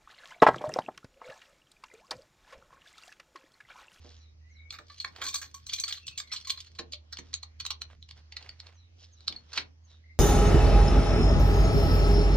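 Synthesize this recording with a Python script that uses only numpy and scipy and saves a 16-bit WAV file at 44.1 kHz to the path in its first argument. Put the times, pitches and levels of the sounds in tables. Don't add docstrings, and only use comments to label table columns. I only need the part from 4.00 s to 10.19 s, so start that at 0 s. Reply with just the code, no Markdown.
import sys
import numpy as np
from scipy import signal
from scipy.fft import rfft, irfft, next_fast_len
from scipy.io import wavfile
from scipy.ndimage import uniform_filter1d, map_coordinates

SR = 44100
rng = np.random.default_rng(int(sys.argv[2]) if len(sys.argv) > 2 else 0)


def to_wav(sig):
    pcm = np.clip(np.atleast_2d(sig), -1, 1) * 32767
    pcm = np.round(pcm).astype(np.int16)
    wavfile.write(sys.argv[1], SR, pcm.T)


N = 272979
TIME = np.arange(N) / SR


def amp(db):
    return 10 ** (np.asarray(db) / 20)


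def unit(x):
    return x / np.sqrt(np.mean(x ** 2) + 1e-20)


def burst(x):
    return x * np.sqrt(SR / 100 / (np.sum(x ** 2) + 1e-20))


def along(points, hz):
    f, v = np.transpose(points)
    return np.interp(np.log(hz + 1), np.log(f + 1), v)


def curve(points):
    return np.interp(TIME, *np.transpose(points))


def wobble(knots_per_s, size=N):
    knots = rng.standard_normal(int(size * knots_per_s / SR) + 4)
    return map_coordinates(knots, [TIME[:size] * knots_per_s])


def filtered(x, response):
    n = x.shape[-1]
    m = next_fast_len(n + SR // 20)
    return irfft(rfft(x, m) * response(np.fft.rfftfreq(m, 1 / SR)), m)[..., :n]


def band(x, low_hz, high_hz, order=2):
    edges_hz = [low_hz, min(high_hz, SR / 2 - 1)]
    return signal.sosfilt(signal.butter(order, edges_hz, "band", fs=SR, output="sos"), x)


def add(track, s, sound):
    part = track[max(0, round(s * SR)):][:len(sound)]
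    part += sound[:len(part)]


# f/Hz, relative density/dB per Hz
AIR_SPECTRUM = [(25, -14.5), (58, 2), (110, -0.5), (200, -12.5), (850, -25.5), (6000, -28), (8500, -54),
                (16000, -59)]
LULLS_S = [0.39, 4.9, 5.76]
LULL_HALF_S, LULL_DEPTH_DB = .09, 2.5
AIR_SWELL_DB, AIR_PATCH_DB = 0.95, 2.5


def air():
    z = signal.stft(rng.standard_normal((2, N)), nperseg=1024)[2]
    patches = uniform_filter1d(rng.standard_normal(z.shape[1:]), 14, 0)
    patches = unit(uniform_filter1d(patches, 12, 1))
    noise = signal.istft(z * amp(AIR_PATCH_DB * patches), nperseg=1024)[1][:, :N]
    mid, side = filtered(noise, lambda hz: amp(along(AIR_SPECTRUM, hz)))
    side = filtered(side, lambda hz: amp(along([(70, -17.5), (300, 3), (2000, 3.5)], hz)))
    level = amp(-64.0 + AIR_SWELL_DB * wobble(6.0))
    rush = level * unit(np.array([mid + side, mid - side]))
    lulls = sum(np.exp(-((TIME - s) / LULL_HALF_S) ** 2) for s in LULLS_S)
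    return rush * amp(-LULL_DEPTH_DB * lulls)


# t/s, level/dB rms of the fundamental
HUM_LEVEL = [(.6, -53.5), (.9, -60), (2.5, -61.5), (2.85, -55), (3.9, -53.5), (5.4, -59), (6.1, -54.5)]
HUM_HZ = 80.4


def hum():
    level = amp(curve(HUM_LEVEL) + 1.3 * wobble(21))
    phase = 2 * np.pi * np.cumsum(HUM_HZ + 1.9 * wobble(3.0)) / SR
    return np.sqrt(2) * level * (np.sin(phase) + amp(-30.5) * np.sin(3 * phase))


# t/s, length/s, start f/Hz, end f/Hz, level/dB
WHISTLES = [(.4, 0.36, 1850, 2230, -81), (2.18, 0.19, 2220, 2050, -79.5), (1.95, 0.25, 2800, 2520, -75.5),
            (6.02, 0.12, 2060, 2030, -78.5)]
# t/s, level/dB
CHIRPS = [(0.159, -84), (0.491, -80.5), (4.0, -86.5), (4.73, -80.5), (5.109, -82.5), (5.832, -82.5)]
# delay/s, length/s, start f/Hz, end f/Hz, relative level/dB
PHRASE = [(0, 0.073, 7040, 5570, -4.5), (0.03, .12, 4145, 3700, -3)]
CALL_ARCH = .022
BIRD_BREATH_DB = 5


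def birds(pitch_waver):
    track = np.zeros(N)
    chirps = [(s + delay, length, start_hz, end_hz, db + rel_db)
              for s, db in CHIRPS for delay, length, start_hz, end_hz, rel_db in PHRASE]
    for s, length, start_hz, end_hz, db in WHISTLES + chirps:
        u = np.linspace(0, 1, int(length * SR))
        arch = np.sin(np.pi * u)
        glide_hz = end_hz + (start_hz - end_hz) * (1 - u) ** 2
        hz = glide_hz * (1 + CALL_ARCH * arch + pitch_waver * wobble(400.3, size=len(u)))
        level = amp(db + BIRD_BREATH_DB * wobble(78.6, size=len(u))) * arch
        add(track, s, level * np.sin(2 * np.pi * np.cumsum(hz) / SR))
    return track


# f/Hz, t60/s
GARAGE = [(150, 0.55), (1000, 0.2), (4000, 0.14), (14000, 0.0038)]


def garage(x, build_s=0.0018):
    hz, t, z = signal.stft(rng.standard_normal((2, SR // 2)), SR, nperseg=256)
    decay = amp(-60 * t / along(GARAGE, hz)[:, None]) * (1 - np.exp(-t / build_s))
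    tail = signal.istft(z * decay, SR, nperseg=256)[1]
    return signal.fftconvolve(x[None], tail / np.linalg.norm(tail[0]), axes=1)[:, :N]


# f/Hz, level/dB
SHADE = [(80, 1), (220, 6), (1100, 3), (6000, 0.06)]


def placed(x, lead_samples=2.19, right_db=0):
    left = filtered(x, lambda hz: amp(-along(SHADE, hz)))
    delay = lambda hz: np.exp(-2j * np.pi * hz * lead_samples / SR)
    right = filtered(x, lambda hz: amp(along(SHADE, hz)) * delay(hz))
    return np.array([amp(-right_db) * left, amp(right_db) * right])


# t/s, level/dB, f/Hz
THUDS = [(0.047, -51, 380), (0.795, -54.5, 475), (1.25, -53, 300.5), (2.795, -42, 368.5),
         (3.189, -48, 278.5), (5.301, -50, 337), (5.575, -49, 758), (5.581, -49, 295.7)]
WHEEL_RATIOS = (.7, .95, 1.25)
THUD_T60_S = 0.11


def wheel():
    track, t = np.zeros(N), np.arange(SR // 3) / SR
    for s, db, hz in THUDS:
        boom = sum(np.sin(2 * np.pi * hz * ratio * t) for ratio in WHEEL_RATIOS)
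        rumble = unit(band(rng.standard_normal(len(t)), hz / 1.8, hz * 1.9))
        add(track, s, amp(db - 60 * t / THUD_T60_S) * unit(boom + rumble))
    return track


# t/s at the middle, length/s, rub level/dB, rustle relative level/dB
STROKES = [(0.086, 0.3, -67.5, 6), (1.209, 0.15, -51, -14), (3.28, 0.47, -73, 2), (3.922, 0.07, -56.5, -14),
           (4.179, 0.058, -58.5, -4), (4.433, 0.22, -56.5, -9), (4.68, 0.15, -59.5, -14),
           (5.033, 0.096, -70, 13), (5.219, 0.27, -82.5, 13), (5.345, 0.14, -60.5, -4),
           (5.568, 0.14, -52, 3.5), (5.928, 0.12, -69, 5)]


def grains():
    return rng.standard_normal(N) * amp(4.3 * wobble(450))


def gloves():
    rub_level = rustle_level = 0
    for s, length, db, rustle_db in STROKES:
        swell = amp(db) * np.exp(1 - np.hypot(1, 5.07 * (TIME - s) / length))
        rub_level = rub_level + swell
        rustle_level = rustle_level + amp(rustle_db) * swell
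    pressure = amp(2 * wobble(25))
    rub = rub_level * unit(band(grains(), 340, 3300))
    rustle = rustle_level * unit(band(grains(), 2900, 6000, order=3))
    return (rub + rustle) * pressure


# t/s, level/dB, f/Hz, t60/s
NOTES = [(1, -24.5, 4276, 0.054), (1.273, -39.5, 1125, 0.09), (1.343, -33, 1150, 0.047),
         (1.542, -42.5, 1112, 0.095), (1.836, -20.5, 4430, 0.047), (2.324, -25, 5560, 0.044),
         (2.469, -49.5, 1076, 0.2), (2.502, -15.5, 4200, 0.034), (2.791, -35, 1750, 0.035),
         (2.932, -56, 587, 0.18), (3.339, -30.5, 6684, 0.077), (5.278, -15, 4330, 0.0073),
         (5.362, -26.5, 4346, 0.029)]


def notes():
    track, t = np.zeros(N), np.arange(SR // 3) / SR
    for s, db, hz, t60 in NOTES:
        phase = 2 * np.pi * hz * t + .4 * wobble(120, size=len(t))
        add(track, s, amp(db - 60 * t / t60) * (1 - np.exp(-t / 0.0013)) * np.sin(phase))
    return track


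def resonate(x, modes, damping, scrape_db=-17):
    drawn = []
    for hz, width_hz, db in modes:
        width = width_hz * damping
        centre = hz + 30 * np.sqrt(width / 20) * rng.normal()
        drawn.append((centre, width, amp(db + 3.5 * rng.normal())))

    def response(f):
        peaks = sum((-1) ** k * g * 1j * f * w / (c * c - f * f + 1j * f * w)
                    for k, (c, w, g) in enumerate(drawn))
        return peaks + amp(scrape_db)

    return filtered(x, response)


# f/Hz, width/Hz, level/dB
LINK = [(3400, 300, -11), (3900, 200, -7), (4280, 75, 3), (4490, 110, -3), (4850, 200, -14)]
LINK_SPREAD = .025


def link_modes():
    pitch = 1 + LINK_SPREAD * rng.normal()
    return [(hz * pitch, width, db) for hz, width, db in LINK]


def bright_modes(db=0):
    return [(hz, 80, db) for hz in rng.uniform(5400, 6800, size=2)]


# t/s, level/dB
FEED = [(0.869, -73.5), (1.02, -57.5), (1.12, -77), (1.29, -52.5), (1.63, -69.5), (1.72, -51.5),
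        (1.902, -48), (2.04, -64.5), (2.26, -70), (2.349, -56), (2.509, -55.5), (2.778, -71.5)]
LINKS_PER_S = 28
SLIDE_DB = -3.5


def slide():
    track, size = np.zeros(N), int(2 * SR / LINKS_PER_S)
    for s in np.arange(FEED[0][0], FEED[-1][0], 1 / LINKS_PER_S):
        chatter = rng.standard_normal(size) * amp(11 * wobble(450, size=size)) * np.hanning(size)
        scrape = resonate(chatter, link_modes() + bright_modes(db=-6), 1)
        scrape = unit(band(scrape, 1800, 6800))
        add(track, s - 1 / LINKS_PER_S, amp(4 * rng.normal()) * scrape)
    return amp(SLIDE_DB + curve(FEED)) * unit(track)


JOSTLE_PER_S, JOSTLE_DB = 11, 7
JOSTLE_KNOCK_DB, JOSTLE_BRIGHT_DB, JOSTLE_S = -9.5, -0.5, 0.014


def jostles():
    times, feed_db = np.transpose(FEED)
    count = int(JOSTLE_PER_S * (times[-1] - times[0]))
    moments = rng.uniform(times[0], times[-1], count)
    return [(s, np.interp(s, times, feed_db) + JOSTLE_DB, JOSTLE_KNOCK_DB, JOSTLE_BRIGHT_DB, JOSTLE_S)
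            for s in moments]


# t/s, level/dB
TICKS = [(4.089, -58.5), (4.426, -55.5), (4.668, -56), (5.206, -61)]


def ticks():
    return [(s, db, JOSTLE_KNOCK_DB, -10, .004) for s, db in TICKS]


# t/s, grip/0-1
GRIP = [(1.45, 0), (1.7, .1), (2.55, .1), (2.8, 1)]
GRIP_WIDENS = 3.67
GRIP_MUTES_DB, GRIP_PAN_DB = 4, 0.5


def grip(s):
    return np.interp(s, *np.transpose(GRIP))


# f/Hz, level/dB, t60/s
SPROCKET = [(1120, -6, .13), (2396, 2, .16), (4270, 9, .12), (5610, 6, .14), (6218, 13, .15),
            (7537, 8, .15), (7876, 8, .16), (11350, -2, .17), (12540, -2, .16), (14600, 0, .2)]
# low f/Hz, high f/Hz, level/dB
PARTIALS = [(5000, 7000, 11), (7300, 8200, 9), (9500, 13000, -2), (14700, 15700, 2)]
PARTIAL_T60_S = 0.041
LOAD_DETUNE, LOAD_WAVER_RAD = .007, .8


def sprocket(t, damping):
    partials = [(rng.uniform(low, high), db, PARTIAL_T60_S) for low, high, db in PARTIALS]
    ring = 0
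    for hz, db, t60 in SPROCKET + partials:
        loaded_hz = hz * (1 + LOAD_DETUNE * damping * rng.normal())
        phase = 2 * np.pi * (loaded_hz * t + rng.random())
        phase = phase + LOAD_WAVER_RAD * wobble(150, size=len(t))
        level = amp(db + 4.5 * rng.normal() - 60 * t * damping / t60)
        ring = ring + level * np.sin(phase)
    return ring * (1 - np.exp(-t / 0.00031))


def rattle(t, length, lead_db, impacts_per_s=2200, first=1.44, grit=0.058):
    impacts = (rng.random(len(t)) < impacts_per_s / SR) * rng.standard_normal(len(t))
    impacts = impacts + grit * rng.standard_normal(len(t))
    impacts[np.searchsorted(t, 0)] = first
    lead_in = amp(lead_db) * np.exp(-np.abs(t) / .004)
    return impacts * np.where(t < 0, lead_in, np.exp(-(t / max(length, 1e-4)) ** 2))


# t/s, link level/dB, knock relative level/dB, bright relative level/dB,
# rattle length/s
CONTACTS = [(0.706, -43, -10, -4, 0.0021), (0.724, -48.5, 3, 2, 0.04), (0.787, -55, 9, 3, 0.0044),
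            (0.898, -54.5, 3.5, -24, 0.015), (1.001, -44.5, -16, 3, 0.014),
            (1.046, -39.5, 4.5, -6.5, 0.0053), (1.162, -53, -2.5, 0, 0.0014), (1.216, -38.5, 3, 4.5, 0.016),
            (1.238, -41, 0.5, 9, 0.021), (1.265, -37.5, -6.5, 8, 0.0154), (1.283, -41, -8, 8.5, 0.015),
            (1.342, -39.5, -5, 15, 0.0051), (1.355, -38, -11, 8, 0.0067), (1.415, -47.5, 4.5, 11.5, 0.031),
            (1.543, -53, -9, 18, 0.0054), (1.667, -53.5, -9, 16, 0.002), (1.695, -42, -14.5, 2.5, 0.0067),
            (1.733, -35.5, -32, 9.5, 0.011), (1.762, -48, -28, 12, 0.0037),
            (1.799, -42.5, -15, 17.5, 0.004), (1.837, -41.5, -5, 9.5, 0.008), (1.881, -44, -8, 9, 0.02),
            (1.906, -43.5, -3.5, 0, 0.0073), (1.925, -36.5, -14, 1, 0.0044), (2.068, -51, -27, 15, 0.0011),
            (2.08, -41.5, -16, 1, 0.0049), (2.177, -39.5, -11.5, 8.5, 0.018), (2.201, -41.5, -4, 1, 0.003),
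            (2.317, -38, -6, -3.5, 0.017), (2.331, -43, -3, 11.5, 0.028), (2.361, -39.5, -22, -5, 0.0157),
            (2.472, -43, -9, 7.5, 0.017), (2.497, -35.5, -12.5, 0.5, 0.0064),
            (2.504, -32.5, -15.5, 4, 0.0015), (2.575, -47, -8, -21, 0.0071),
            (2.604, -47, -22.5, 4.5, 0.0053), (2.788, -40.5, -4, 6, 0.014), (2.922, -47, -28, 8, 0.0094),
            (2.933, -41, -17, -16, 0.016), (3.126, -44.5, -5.5, 12, 0.014), (3.171, -47, -10, -7, 0.0031),
            (3.186, -48, -1, 12, 0.01), (3.331, -52, -5, -2, 0.0047), (3.34, -36, -16, 10, 0.0022),
            (3.43, -45, -8.5, 5.5, 0.0067), (3.601, -40, -11, 5, 0.0115), (3.652, -43.5, -5, 9, 0.00061),
            (3.664, -38.5, -13.5, 7, 0.0019), (3.705, -35.5, -8, 7.5, 0.012), (3.818, -40, -9, 7, 0.0034),
            (4.027, -54.5, -34, -6.5, 0.000083), (4.111, -51.5, -9, -36, 0.00069),
            (4.323, -52, -2.5, -12, 0.0044), (4.367, -42, -4.5, -37, 0.0074), (4.492, -47, -7, -22, 0.0018),
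            (4.602, -49, -13.5, -25.5, 0.00084), (5.281, -31, -12, -9, 0.0002),
            (5.325, -49, -6, -14.5, 0.0039), (5.531, -44, -3, 4, 0.012), (5.556, -41, -4, -4.5, 0.054),
            (5.576, -31, -1, -11, 0.0084)]
# f/Hz, width/Hz, level/dB
KNOCK = [(1080, 250, -11.5), (1142, 58, 7.5), (1666, 180, 4.5), (2306, 200, 8.5), (3140, 1040, -2.5)]
LEAD_S = .012
TEETH_DB = -15.5
BODY_DB, BODY_T60_S = -22, 0.24


def chain(contacts):
    track, t = np.zeros(N), np.arange(SR // 6) / SR
    brief = t[:SR // 12]
    for s, db, knock_db, bright_db, length in contacts:
        held = grip(s)
        damping = 1 + GRIP_WIDENS * held
        force = rattle(brief - LEAD_S, length, lead_db=-18.5 + 5.4 * held)
        link = resonate(force, link_modes(), damping, scrape_db=-14 + 5 * held)
        link = burst(band(link, 2900, 5300, order=2))
        knock = resonate(force, KNOCK, damping, scrape_db=-12.5)
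        knock = burst(band(knock, 650, 3200, order=3))
        bright = resonate(force, bright_modes(), damping, scrape_db=-27)
        bright = burst(band(bright, 4800, 7300, order=4))
        teeth_db = bright_db + TEETH_DB - GRIP_MUTES_DB * held
        crack = burst(band(force * np.exp(-brief / 0.018), 4700, 7900, order=3))
        shudder = rng.standard_normal(len(brief)) * amp(-60 * brief / BODY_T60_S)
        body = burst(band(shudder, 240, 1200))
        contact = amp(5.0) * link + amp(knock_db) * knock
        contact = contact + amp(bright_db - 11.0) * bright + amp(teeth_db - 2.0) * crack
        add(track, s - LEAD_S, amp(db) * contact)
        add(track, s, amp(db + knock_db + BODY_DB) * body)
        add(track, s, amp(db + teeth_db - 7.5) * sprocket(t, damping))
    return track


def scene():
    calls = birds(pitch_waver=.028)
    far = amp(15.5) * calls + amp(15.0) * garage(calls)
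    thuds = wheel()
    low = placed(amp(-2) * thuds + hum()) + amp(-8.5) * garage(thuds)
    metal = chain(CONTACTS) + chain(jostles() + ticks()) + slide() + notes()
    near = placed(metal + gloves(), right_db=GRIP_PAN_DB * grip(TIME)) + amp(-9.5) * garage(metal)
    return near + low + far + air()


def record(dry):
    return filtered(dry, lambda hz: hz < 16300)


dry = scene()
out = record(dry)
to_wav(out)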